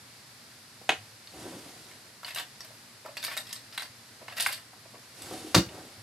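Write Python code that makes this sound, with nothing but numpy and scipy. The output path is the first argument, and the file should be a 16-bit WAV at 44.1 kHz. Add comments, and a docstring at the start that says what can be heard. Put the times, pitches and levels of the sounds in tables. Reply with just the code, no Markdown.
"""A hand rummages through metal and plastic utensils in a drawer tray, in a kitchen heard from a phone.
Before that a tin can is set down and the drawer rolls open; afterwards it is pushed shut with a slam.
Metal is a set of fading sine tones; knocks, scrapes and rustles are runs of tiny random clicks, filtered.
Soft steps and a shuffle go by. The small room answers every knock over a soft hum and hiss."""
import sys
import numpy as np
from scipy import signal
from scipy.fft import rfft, irfft, next_fast_len
from scipy.io import wavfile
from scipy.ndimage import uniform_filter1d

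SR = 44100
rng = np.random.default_rng(int(sys.argv[2]) if len(sys.argv) > 2 else 0)


def persist_wave(psi):
    """Save psi, clipped to +-1, as 16-bit WAV."""
    counts = np.round(np.clip(psi, -1, 1) * 32767).astype(np.int16)
    wavfile.write(sys.argv[1], SR, np.atleast_2d(counts).T)


N = 265522  # length of the scene in samples
T = np.arange(SR // 4) / SR  # time within one knock, in seconds


def undb(db):
    """Turn decibels into a gain."""
    return 10 ** (np.asarray(db) / 20)


def unit(x):
    """Scale a sound to unit energy."""
    return x / np.sqrt(np.sum(x ** 2))


def blow(x, db):
    """Give a knock the energy of 10 ms of sound at the given level."""
    return unit(x) * undb(db) * np.sqrt(SR / 100)


def stroke(x, db, length_s):
    """Give a longer rub the energy of length_s seconds of sound at the given level."""
    return unit(x) * undb(db) * np.sqrt(abs(length_s) * SR)


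def fade(t60):
    """Die away exponentially, by 60 dB in t60 seconds."""
    return np.exp(-np.log(1000) * T / max(t60, 1e-4))


def on_bins(points, size):
    """Read a (pitch_hz, value) curve at every frequency of a transform."""
    hz, value = np.transpose(points)
    bins_hz = np.arange(size // 2 + 1) * SR / size
    return np.interp(np.log(bins_hz + 1e-3), np.log(hz), value)


def colour(x, points):
    """Filter a sound to a (pitch_hz, level_db) curve, with no echo ahead of the sound."""
    size = 2 * next_fast_len(len(x) // 2 + 2048)
    # folding the cepstrum makes the filter causal
    cepstrum = irfft(np.log(undb(on_bins(points, size))))
    cepstrum[1:size // 2] *= 2
    cepstrum[size // 2 + 1:] = 0
    return irfft(rfft(x, size) * np.exp(rfft(cepstrum)))[:len(x)]


def convolve(x, response):
    """Pass a sound through a response, keeping its length."""
    return signal.fftconvolve(x, response)[:len(x)]


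def add(track, s, sound):
    """Lay a sound into a track at time s in seconds."""
    start = int(s * SR)
    track[start:start + len(sound)] += sound[:N - start]


def ring(modes, scatter_db=0, detune=0, in_phase=False):
    """Sum fading tones; the point of contact changes their weights, the piece struck their pitch."""
    out = 0
    for k, (hz, db, t60) in enumerate(modes):
        weight, shift = rng.standard_normal(2)
        sign = 1 if in_phase else (-1) ** k
        tone = np.sin(2 * np.pi * hz * (1 + detune * shift) * T)
        out = out + sign * undb(db + scatter_db * weight) * fade(t60) * tone
    return out


def grains(size, spread_db):
    """Make dense tiny clicks of very uneven strength."""
    extra = np.minimum(rng.exponential(size=size), 5)
    return rng.standard_normal(size) * undb(spread_db * extra)


def even(x, width_hz):
    """Level the broad peaks and dips of a burst's spectrum, so that it is white."""
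    power = uniform_filter1d(np.abs(rfft(x)) ** 2, max(int(width_hz * len(x) / SR), 1))
    hz = (np.arange(len(power)) + .5) * SR / len(x)
    return colour(x, np.column_stack([hz, -10 * np.log10(power / power.mean() + 1e-6)]))


def burst(t60):
    """Make a quick run of tiny contacts that dies away."""
    return even(grains(len(T), 1.5) * fade(t60), 400)


def focus(x, hz, focus_db):
    """Favour the range around a pitch: big pieces speak low, small ones high."""
    return colour(x, [(hz / 3, -focus_db), (hz, 0), (hz * 3, -2 * focus_db)])


def radiate(x, hz):
    """Cut the bass: a small object hardly radiates below its lowest modes."""
    return signal.sosfilt(signal.butter(2, hz, "high", fs=SR, output="sos"), x)


def thump(t60, hz):
    """Make a dead knock with no note of its own."""
    return radiate(focus(burst(t60), hz, 15), hz / 2)


def push(length_s):
    """Force of a contact, rising and falling: the longer it lasts, the less treble it excites."""
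    return np.sin(np.pi * np.clip((T + 1 / SR) / max(length_s, 4 / SR), 0, 1))


def chatter(length_s, count=5):
    """One firm contact and weaker rebounds at random moments."""
    contacts = np.zeros(len(T))
    delay = rng.exponential(size=count)
    place = np.minimum(delay * abs(length_s) * SR, len(T) - 1).astype(int)
    contacts[place] = 0.65 * rng.standard_normal(count) * np.exp(-delay / 2)
    contacts[0] = 1
    return contacts


def walk(rate):
    """Wander slowly at random, about rate new values a second, with a spread of 1."""
    k = int(SR / rate)
    w = uniform_filter1d(np.repeat(rng.standard_normal(N // k + 1), k), k)[:N]
    return w / w.std()


# tones of the utensils, before scatter and damping: pitch_hz, relative level_db, t60_s
UTENSIL_MODES = [(1399.9, -8, 0.0657), (1610.6, -3, 0.041), (1747, 6, 0.064), (1834, 0.5, 0.1),
                 (2070, 2, 0.0306), (2440, 0, 0.08), (2863, 7, 0.053), (3340, -9, 0.016), (3875, 6, 0.049),
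                 (4640, 3, 0.11), (5060, 3, 0.11), (5504, -12.5, 0.18), (7900, -2, 0.051)]
# thin tines and blades ring high above the rest: pitch_hz, relative level_db, t60_s
TINE_MODES = [(8000, 0, .13), (8550, -4, .12), (11800, 3, .13), (12450, -3, .09)]
# tones of the tray and the drawer bottom: pitch_hz, relative level_db, t60_s
TRAY_MODES = [(590, -1, 0.12), (683.5, 3.5, 0.096), (864, -2.5, 0.09703), (986, 3.5, 0.11),
              (1090, 3.5, 0.073), (1160, -21, 0.031)]
# colour of a plastic handle's clack: pitch_hz, relative level_db
CLACK = [(400, -36.5), (1000, -0.5), (1800, 3), (3000, -3), (4600, 3), (5600, 1.5), (7000, -19),
         (13000, -5), (16000, -26)]
# colour of an edge's tick: pitch_hz, relative level_db
TICK = [(1000, -26.5), (3000, -6), (5000, -8), (6500, -9), (9000, -7.5), (13000, -1), (14500, -13.5),
        (16000, -47)]
# the tray knocks under every clink, harder under the big, low pieces:
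# level against the ring at TRAY_HZ, and its slope
TRAY_HZ, TRAY_DB, TRAY_DB_PER_OCTAVE = 2465.8, -20, -6


def clink(ring_db, hz, edge_db, metal_db=-16, clack_db=-13, tone_db=-17, tone_t60=.025, tick_db=-1,
          tines_db=-10, snap_db=7, clack_t60=0.026, chatter_s=.004, focus_db=9):
    """Pieces lying on each other ring only briefly; their edges tick and the tray under them knocks."""
    contacts = chatter(chatter_s)
    edge = fade(.035) + undb(snap_db) * fade(.003)
    tines = ring(TINE_MODES, scatter_db=5, detune=.012)
    metal = focus(ring(UTENSIL_MODES, scatter_db=3.5, detune=.035), hz, focus_db)
    # plastic handles give a dead clack in the same range
    clack = focus(colour(grains(len(T), 2.9) * fade(clack_t60), CLACK), hz, focus_db)
    tray = radiate(ring(TRAY_MODES, scatter_db=2, detune=.05, in_phase=True), 480)
    tick = colour(grains(len(T), 2.2) * edge, TICK)
    knock_db = ring_db + TRAY_DB + TRAY_DB_PER_OCTAVE * np.log2(hz / TRAY_HZ)
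    # a short tone at the centre of the piece's ring
    tone = ring([(hz, 0, tone_t60)])
    layers = [
        (tone, ring_db + tone_db),
        (metal, ring_db + metal_db),
        (clack, ring_db + clack_db),
        (tray, knock_db),
        (tick, edge_db + tick_db),
        (tines, edge_db + tines_db),
    ]
    return sum(blow(convolve(contacts, sound), db) for sound, db in layers)


# one utensil strikes another; clink() offsets each layer from these levels:
# start_s, ring_db, pitch_hz (centre of the ring), edge_db
CLINKS = [(1.2718, -39, 4360, -68), (1.913, -42, 2100, -62), (2.2323, -36, 1170, -52),
          (2.2465, -28.5, 4205, -50), (2.305, -32, 2650, -47), (2.3473, -33, 6000, -37),
          (2.36, -27.5, 2840, -40), (2.373, -28, 1687, -41.5), (2.385, -29, 3500, -41),
          (2.3979, -30, 1500, -43), (2.606, -32, 5500, -52), (2.6475, -41.5, 1700, -49),
          (3.0606, -37, 900, -51), (3.169, -28.5, 2600, -42.5), (3.174, -29, 4900, -48),
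          (3.2285, -32, 4380, -43.5), (3.2394, -30.5, 2200, -35.5), (3.2487, -24, 4450, -35.5),
          (3.267, -29.5, 4700, -49), (3.2812, -24.5, 2350, -52.5), (3.316, -28, 2103, -52),
          (3.3678, -26.5, 1756, -40), (3.3744, -24.5, 3800, -33.5), (3.5094, -35, 3957, -58),
          (3.5284, -31, 10500, -36), (3.562, -36.5, 4120, -52), (3.7255, -36, 5550, -60),
          (3.7776, -23.5, 3880, -38), (3.821, -30.5, 1720, -43.5), (3.829, -34, 4400, -50),
          (4.2815, -36, 2900, -66), (4.298, -38, 3400, -64), (4.324, -32.5, 1883, -53),
          (4.3687, -29, 4587, -50), (4.3825, -27.5, 1878, -40), (4.3993, -21, 3400, -34),
          (4.4063, -23, 4600, -27), (4.4237, -27, 3820, -31.5), (4.4685, -29, 2100, -29.5),
          (4.505, -33, 1800, -52), (4.527, -31, 4500, -35), (4.578, -37, 2100, -52),
          (5.2204, -43, 3290, -42.5), (5.6894, -38.5, 2990, -63)]
# a struck piece falls back about this much later, and more softly
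FALL_S, FALL_DB = .014, -10


def utensils():
    """Each piece strikes its neighbour, then falls back."""
    out = np.zeros(N)
    for s, ring_db, hz, edge_db in CLINKS:
        add(out, s, clink(ring_db, hz, edge_db))
        fall_s = FALL_S * rng.uniform(.6, 1.4)
        add(out, s + fall_s, clink(ring_db + FALL_DB, hz, edge_db + FALL_DB))
    return out


# utensils drag over each other: start_s, end_s, level_db, pitch_hz (of the pieces)
SCRAPES = [(2.253, 2.306, -46.5, 2600), (2.351, 2.42, -45, 3500), (3.215, 3.262, -43.5, 4200),
           (3.286, 3.36, -47, 2400), (3.45, 3.524, -52.5, 3500), (3.727, 3.765, -53, 2300),
           (3.785, 3.844, -49.5, 2200), (4.359, 4.408, -41, 2300), (4.393, 4.433, -35.5, 4200),
           (4.443, 4.492, -39.5, 4000), (4.508, 4.552, -41, 4400)]


def scrapes(edge_db=-1, metal_db=-3, rough_db=4.5, focus_db=7):
    """Edges catch and slip in a dense run of tiny clicks that swells and dies away."""
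    out = np.zeros(N)
    for start, end, db, hz in SCRAPES:
        slips = grains(len(T), rough_db) * push(end - start)
        metal = convolve(slips, ring(UTENSIL_MODES, scatter_db=1, detune=0.032))
        sound = unit(focus(colour(slips, CLACK), hz, focus_db))
        sound = sound + undb(edge_db) * unit(colour(slips, TICK))
        sound = sound + undb(metal_db) * unit(focus(metal, hz, focus_db))
        add(out, start, stroke(sound, db, end - start))
    return out


# a dragged piece jostles its neighbours: clinks per second, ring and tick against the scrape's level
JOSTLES_PER_S, JOSTLE_DB, JOSTLE_TICK_DB = 50, 8.5, -2


def jostles(scatter_db=2, scatter_octaves=.5):
    """Pieces of all sizes clink at random under each scrape, loudest at the height of the stroke."""
    out = np.zeros(N)
    for start, end, db, hz in SCRAPES:
        count = max(round((end - start) * JOSTLES_PER_S), 1)
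        for k in range(count):
            along = (k + rng.random()) / count  # 0 to 1 through the stroke
            force, pitch = rng.standard_normal(2)
            level_db = db + scatter_db * force
            piece_hz = hz * 2 ** (scatter_octaves * pitch)
            sound = clink(level_db + JOSTLE_DB, piece_hz, level_db + JOSTLE_TICK_DB)
            add(out, start + (end - start) * along, np.sin(np.pi * along) * sound)
    return out


# handles drop on the drawer bottom: start_s, level_db, t60_s
HANDLES = [(2.281, -43, .05), (2.364, -44, .04), (3.777, -37, .025), (3.797, -43, .04), (3.823, -45, .06),
           (4.2815, -42, .035), (4.4625, -24, .012), (4.469, -35, .03)]
# colour of a handle's knock: pitch_hz, relative level_db
HANDLE_COLOUR = [(300, -38), (650, -3.5), (1100, 5), (1700, 9), (2400, 6.5), (3200, -7), (5000, -17.5),
                 (13000, -14), (16000, -45)]


def handle():
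    """Handles give solid, dead knocks: short bursts with no ringing tones."""
    out = np.zeros(N)
    for s, db, t60 in HANDLES:
        add(out, s, blow(colour(burst(t60), HANDLE_COLOUR), db))
    return out


# the tray is nudged along the drawer bottom: start_s, end_s, level_db
NUDGES = [(3.044, 3.068, -45), (3.07, 3.101, -48.5), (4.205, 4.236, -51), (4.851, 4.865, -53.5),
          (4.935, 4.962, -51)]


def nudges(rough_db=2, rub_t60=0.06, grit_db=-10):
    """The tray sticks and slips, with a short hollow scuff."""
    out = np.zeros(N)
    # the hand on the tray damps its ring
    tray = radiate(ring(TRAY_MODES, in_phase=True) * fade(rub_t60), 380)
    tray = colour(tray, [(750, 2.5), (1200, -7)])
    for start, end, db in NUDGES:
        slips = grains(len(T), rough_db) * push(end - start)
        grit = unit(colour(slips, HANDLE_COLOUR))
        sound = unit(convolve(slips, tray)) + undb(grit_db) * grit
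        add(out, start, stroke(sound, db, end - start))
    return out


# faint dull taps of things being handled, and a deeper layer under the handle's knock at 4.28 s: start_s,
# level_db, pitch_hz
TAPS = [(0.813, -51, 580), (2.704, -53, 640), (4.2815, -43, 1000), (4.732, -53, 930), (5.779, -46, 520)]


def taps(t60=.045):
    """Soft knocks on wood, each favouring the range around its pitch."""
    out = np.zeros(N)
    for s, db, hz in TAPS:
        add(out, s, blow(thump(t60, hz), db))
    return out


# the drawer hits its stop and rebounds: start_s, boom_db (cabinet), contact_s
SLAMS = [(5.5458, -46, 0.00022), (5.5492, -24.5, .0006), (5.5522, -26.5, 0.00089), (5.5595, -27, .0012),
         (5.5618, -18.5, 0.00252), (5.5681, -21.5, .0016), (5.579, -18, 0.0025), (5.594, -32, 0.0019),
         (5.662, -39.5, 0.0049)]
# tones of the cabinet: pitch_hz, relative level_db, t60_s
CABINET_MODES = [(79, -10, .14), (126, -0.5, 0.095), (178, 2, 0.08), (230, -1.5, 0.09), (268, 0, 0.05),
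                 (328, 3.5, 0.06), (373, -1.5, 0.06), (450, -3, 0.06), (500, -3, 0.06), (574, 1, 0.06),
                 (660, -3, 0.06), (766, -5, 0.06), (980, 2, .045), (1200, -3, 0.04)]
# colour of wood cracking on wood: pitch_hz, relative level_db
SLAM_CRACK = [(150, -22), (470, 5.5), (780, 0.5), (1200, 3), (2000, -3.5), (3000, -4), (4000, 0.5),
              (5000, -3), (6500, -7.5), (9000, -12.5), (12800, -10), (14500, -35), (16000, -64)]
# the shorter the contact, the more it cracks: as loud as the boom at CRACK_CONTACT_S
CRACK_CONTACT_S, CRACK_DB_PER_HALVING = 0.0010854, 11


def slam(crack_t60=0.027, jangle_db=-13.5, jangle_s=0.011, jangle_t60=.12,
         thud_db=-5, thud_t60=.045, thud_hz=240):
    """Wood cracks on wood, the utensils jump and fall back, and the drawer's weight booms the cabinet."""
    out = np.zeros(N)
    cabinet = radiate(ring(CABINET_MODES, in_phase=True), 85)
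    for s, boom_db, contact_s in SLAMS:
        crack_db = boom_db + CRACK_DB_PER_HALVING * np.log2(CRACK_CONTACT_S / contact_s)
        crack = colour(burst(crack_t60), SLAM_CRACK)
        # thrown together, the pieces damp each other
        metal = ring(UTENSIL_MODES, scatter_db=3, detune=.04) * fade(jangle_t60)
        jangle = radiate(convolve(chatter(jangle_s, count=14), metal), 2500)
        thud = unit(thump(thud_t60, thud_hz))
        boom = unit(convolve(push(contact_s), cabinet)) + undb(thud_db) * thud
        add(out, s, blow(crack, crack_db) + blow(jangle, crack_db + jangle_db) + blow(boom, boom_db))
    return out


# colour of the low rumble: pitch_hz, relative level_db
RUMBLE = [(40, -10), (80, -2), (150, -4), (240, -4.5), (320, -0.5), (450, -3.5), (750, -6), (1100, -10.5),
          (2000, -17), (5000, -47)]
# colour of the rustle of cloth: pitch_hz, relative level_db
RUSTLE = [(500, -1), (1500, -6), (3000, -1), (4700, -0.5), (6500, -5), (12500, -1.5), (15000, -34)]
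RUSTLE_POWER = 0.56  # the rustle grows with this power of the speed


def glide(peak_s, run_up_s, coast_s, rumble_db, rustle_db):
    """Something speeds up smoothly, then coasts; its speed drives a low rumble and the rustle of cloth."""
    time = np.arange(N) / SR - peak_s
    run_up = np.cos(np.pi / 2 * np.clip(time / run_up_s, -1, 0)) ** 2
    speed = run_up * np.exp(-np.maximum(time, 0) / coast_s)
    rumble = unit(colour(grains(N, 3) * undb(2 * walk(35)), RUMBLE)) * np.sqrt(N)
    rustle = unit(colour(grains(N, 2.5) * undb(1.2 * walk(70)), RUSTLE)) * np.sqrt(N)
    return undb(rumble_db) * speed * rumble + undb(rustle_db) * speed ** RUSTLE_POWER * rustle


# the drawer is pulled out, then pushed in:
# peak_s (moment of greatest speed), run_up_s, coast_s (decay to 37 %), rumble_db, rustle_db
SLIDES = [(1.475, 0.23, .22, -47.3, -50.5), (5.34, 0.24, .2, -47.5, -46.5)]
# the rollers jolt on their runners: start_s, level_db, pitch_hz
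JOLTS = [(1.338, -47, 300), (1.412, -46, 320), (1.454, -40, 480), (1.474, -43, 400), (1.535, -45, 350),
         (1.562, -44, 330), (1.661, -46, 330), (5.311, -38, 700), (5.321, -42, 360), (5.338, -41, 600),
         (5.444, -39, 350), (5.468, -41, 420)]
# tones of the open drawer box: pitch_hz, relative level_db, t60_s
BOX_MODES = [(310, -2, .05), (395, -7, .04), (520, -7, .04), (710, -6, .035), (1150, -12, .03)]


def slides():
    """Rollers rumble along the runners and shake the drawer box, until it meets its stop."""
    before_stop = np.arange(N) / SR < SLAMS[0][0]
    out = sum(glide(*move) for move in SLIDES) * before_stop
    for s, db, hz in JOLTS:
        box = radiate(ring(BOX_MODES, scatter_db=2, detune=.03, in_phase=True), 200)
        add(out, s, blow(focus(convolve(burst(.06), box), hz, 9), db))
    return out


# the can meets the counter, rim first, then flat: start_s, level_db (before the layer offsets)
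CAN_BLOWS = [(0.8912, -24), (0.8927, -20.5), (0.8952, -31), (0.8982, -30), (0.9028, -30)]
# tones of the can on the counter, before detuning: pitch_hz, relative level_db, t60_s
CAN_MODES = [(148, -21.5, 0.227), (328.4, -18, 0.06), (441, -14, 0.07), (750, -7.5, 0.05), (950, -6, 0.055),
             (1115, -13, 0.03), (1421, -8, 0.009), (1850, 0, 0.013), (2230, 2, .009), (2880, -5, 0.022),
             (3280, -11, 0.013), (4200, -12, 0.04), (4990, -21, 0.05), (6520, -23, 0.1), (8980, -28, 0.038)]
# colour of the can's crack: pitch_hz, relative level_db
CAN_CRACK = [(100, -32), (300, -1), (700, 1), (1200, -1), (1850, 5.5), (2400, 5), (3100, 2), (4300, -9.5),
             (6000, -20), (11000, -21), (14500, -29), (16000, -36)]
# colour of the can shivering on its rim: pitch_hz, relative level_db
SETTLE = [(200, -14), (500, 1), (1000, 1), (2300, 0), (4200, -6), (6000, -14), (12500, -20), (16000, -45)]
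# the can shivers on its rim as it settles: start, decay, level
SETTLE_S, SETTLE_T60_S, SETTLE_DB = .902, .13, -30


def can(ring_db=-4, crack_db=1.5, crack_t60=0.014):
    """The can rocks onto the counter in a few quick contacts; the hand damps its ring."""
    out = np.zeros(N)
    for s, db in CAN_BLOWS:
        crack = colour(burst(crack_t60), CAN_CRACK)
        tin = ring(CAN_MODES, scatter_db=1, detune=.005)
        add(out, s, blow(tin, db + ring_db) + blow(crack, db + crack_db))
    add(out, SETTLE_S, blow(colour(burst(SETTLE_T60_S), SETTLE), SETTLE_DB))
    return radiate(out, 161.46)


# steps on the floor: start_s, level_db
STEPS = [(0.978, -45.5), (5.336, -55), (5.974, -46.5)]


def steps():
    """Bare heels thud softly on the floor: three low, fading tones."""
    out = np.zeros(N)
    for s, db in STEPS:
        add(out, s, blow(ring([(72, -7.5, .25), (105, 13, 0.41), (150, -15, .12)]), db))
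    return out


SHUFFLE_S = 5.772  # moment of greatest speed
# the stroke of the foot: run_up_s, coast_s (decay to 37 %), scuff_db, rustle_db
SHUFFLE = (0.16, 0.11, -48, -55.5)


def shuffle():
    """A foot shuffles round and clothes swing after it: one glide with a low scuff and a rustle."""
    return glide(SHUFFLE_S, *SHUFFLE)


# diffuse sound at the two microphone ports: pitch_hz, side_minus_mid_db
WIDTH = [(60, -34), (250, -31), (500, -15), (900, -4), (1500, -4.5), (4000, -3.5), (6000, -1), (8500, -3.5),
         (12500, -4)]


def spread(mid, side):
    """Diffuse sound: alike on both ports in the bass, much less alike in the treble."""
    side = colour(side, WIDTH)
    return np.array([mid + side, mid - side])


def kitchen(dry, tail_db=-9, tail_t60=0.24, early_db=-7, wall_s=.026, wall_db=-9, wall_t60=0.068):
    """Counter and cabinets reflect at once, ceiling and walls about 30 ms later, then a short tail."""
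    def response():
        """Build one random set of reflections as fading noise."""
        # small things close by scatter little of the bass
        near = radiate(grains(len(T), 1.2) * fade(0.047) * (T > .001), 920)
        walls = np.roll(grains(len(T), 1.1) * fade(wall_t60), int(wall_s * SR))
        tail = rng.standard_normal(len(T)) * fade(tail_t60) * (1 - np.exp(-T / 0.00681))
        walls, tail = even(walls, 80), even(tail, 80)
        total = undb(early_db) * unit(near) + undb(wall_db) * unit(walls) + undb(tail_db) * unit(tail)
        return colour(total, [(100, -14.5), (300, 0.5), (1000, -3.5), (4500, -1), (8000, -1.5), (14000, -8)])
    return spread(convolve(dry, response()), convolve(dry, response()))


# colour of the steady room air: pitch_hz, relative level_db (per Hz)
AIR = [(30, -18), (70, -14.5), (115, 0.5), (170, -10), (230, -5), (350, -12.5), (750, -12.5), (1100, -13),
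       (1900, -11.5), (3100, -16), (4700, -11), (6300, -18.5), (12600, -18), (14500, -52)]
AIR_DB = -53  # around which the level wavers


def air():
    """Ventilation hum and faint hiss: filtered noise, barely wavering."""
    mid, side = (unit(colour(rng.standard_normal(N), AIR)) * np.sqrt(N) for _ in range(2))
    return spread(mid, side) * undb(AIR_DB + 0.46 * walk(3.47))


def scene(can_room_db=-2.2, drawer_room_db=1, slam_room_db=0):
    """The can stands near the phone; the drawer lies lower, so more of it arrives by way of the room."""
    near, shut, background = can(), slam(), air()
    drawer = utensils() + scrapes() + nudges() + handle() + taps()
    drawer = drawer + slides() + steps() + shuffle() + jostles()
    to_room = undb(can_room_db) * near + undb(drawer_room_db) * drawer + undb(slam_room_db) * shut
    return near + drawer + shut + kitchen(to_room) + background


# phase lead of the left port over the right: pitch_hz, lead_radians
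PORTS = [(100, 0), (450, -.05), (1100, -.4), (2400, -.3), (5600, -.45), (7000, .15), (8500, .4),
         (10500, 1.6), (12500, 2.3)]
# the phone's body shades its ports unequally: pitch_hz, left_minus_right_db
SHADE = [(700, 0), (1400, 1.8), (2100, -1.8), (2900, -.5), (4000, 2.8), (5600, -1.5), (8500, -.7),
         (13000, -.5)]
TOP_HZ = 16000  # the phone passes nothing much above this
CEILING = 1  # the phone rounds off peaks near this level


def record(dry):
    """The phone's ports differ in phase and level; it cuts deep bass, rounds peaks and cuts the top."""
    size = 2 * next_fast_len(N // 2 + 2048)
    # each port takes half of the difference
    lead = np.exp(.5j * on_bins(PORTS, size)) * undb(on_bins(SHADE, size) / 2)
    ports = irfft(rfft(dry, size) * np.array([lead, 1 / lead]))[:, :N]
    ports = signal.sosfilt(signal.butter(4, 60, "high", fs=SR, output="sos"), ports)
    ports = ports / (1 + (ports / CEILING) ** 4) ** .25
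    return signal.sosfilt(signal.ellip(8, .2, 70, TOP_HZ, fs=SR, output="sos"), ports)


dry = scene()
out = record(dry)
persist_wave(out)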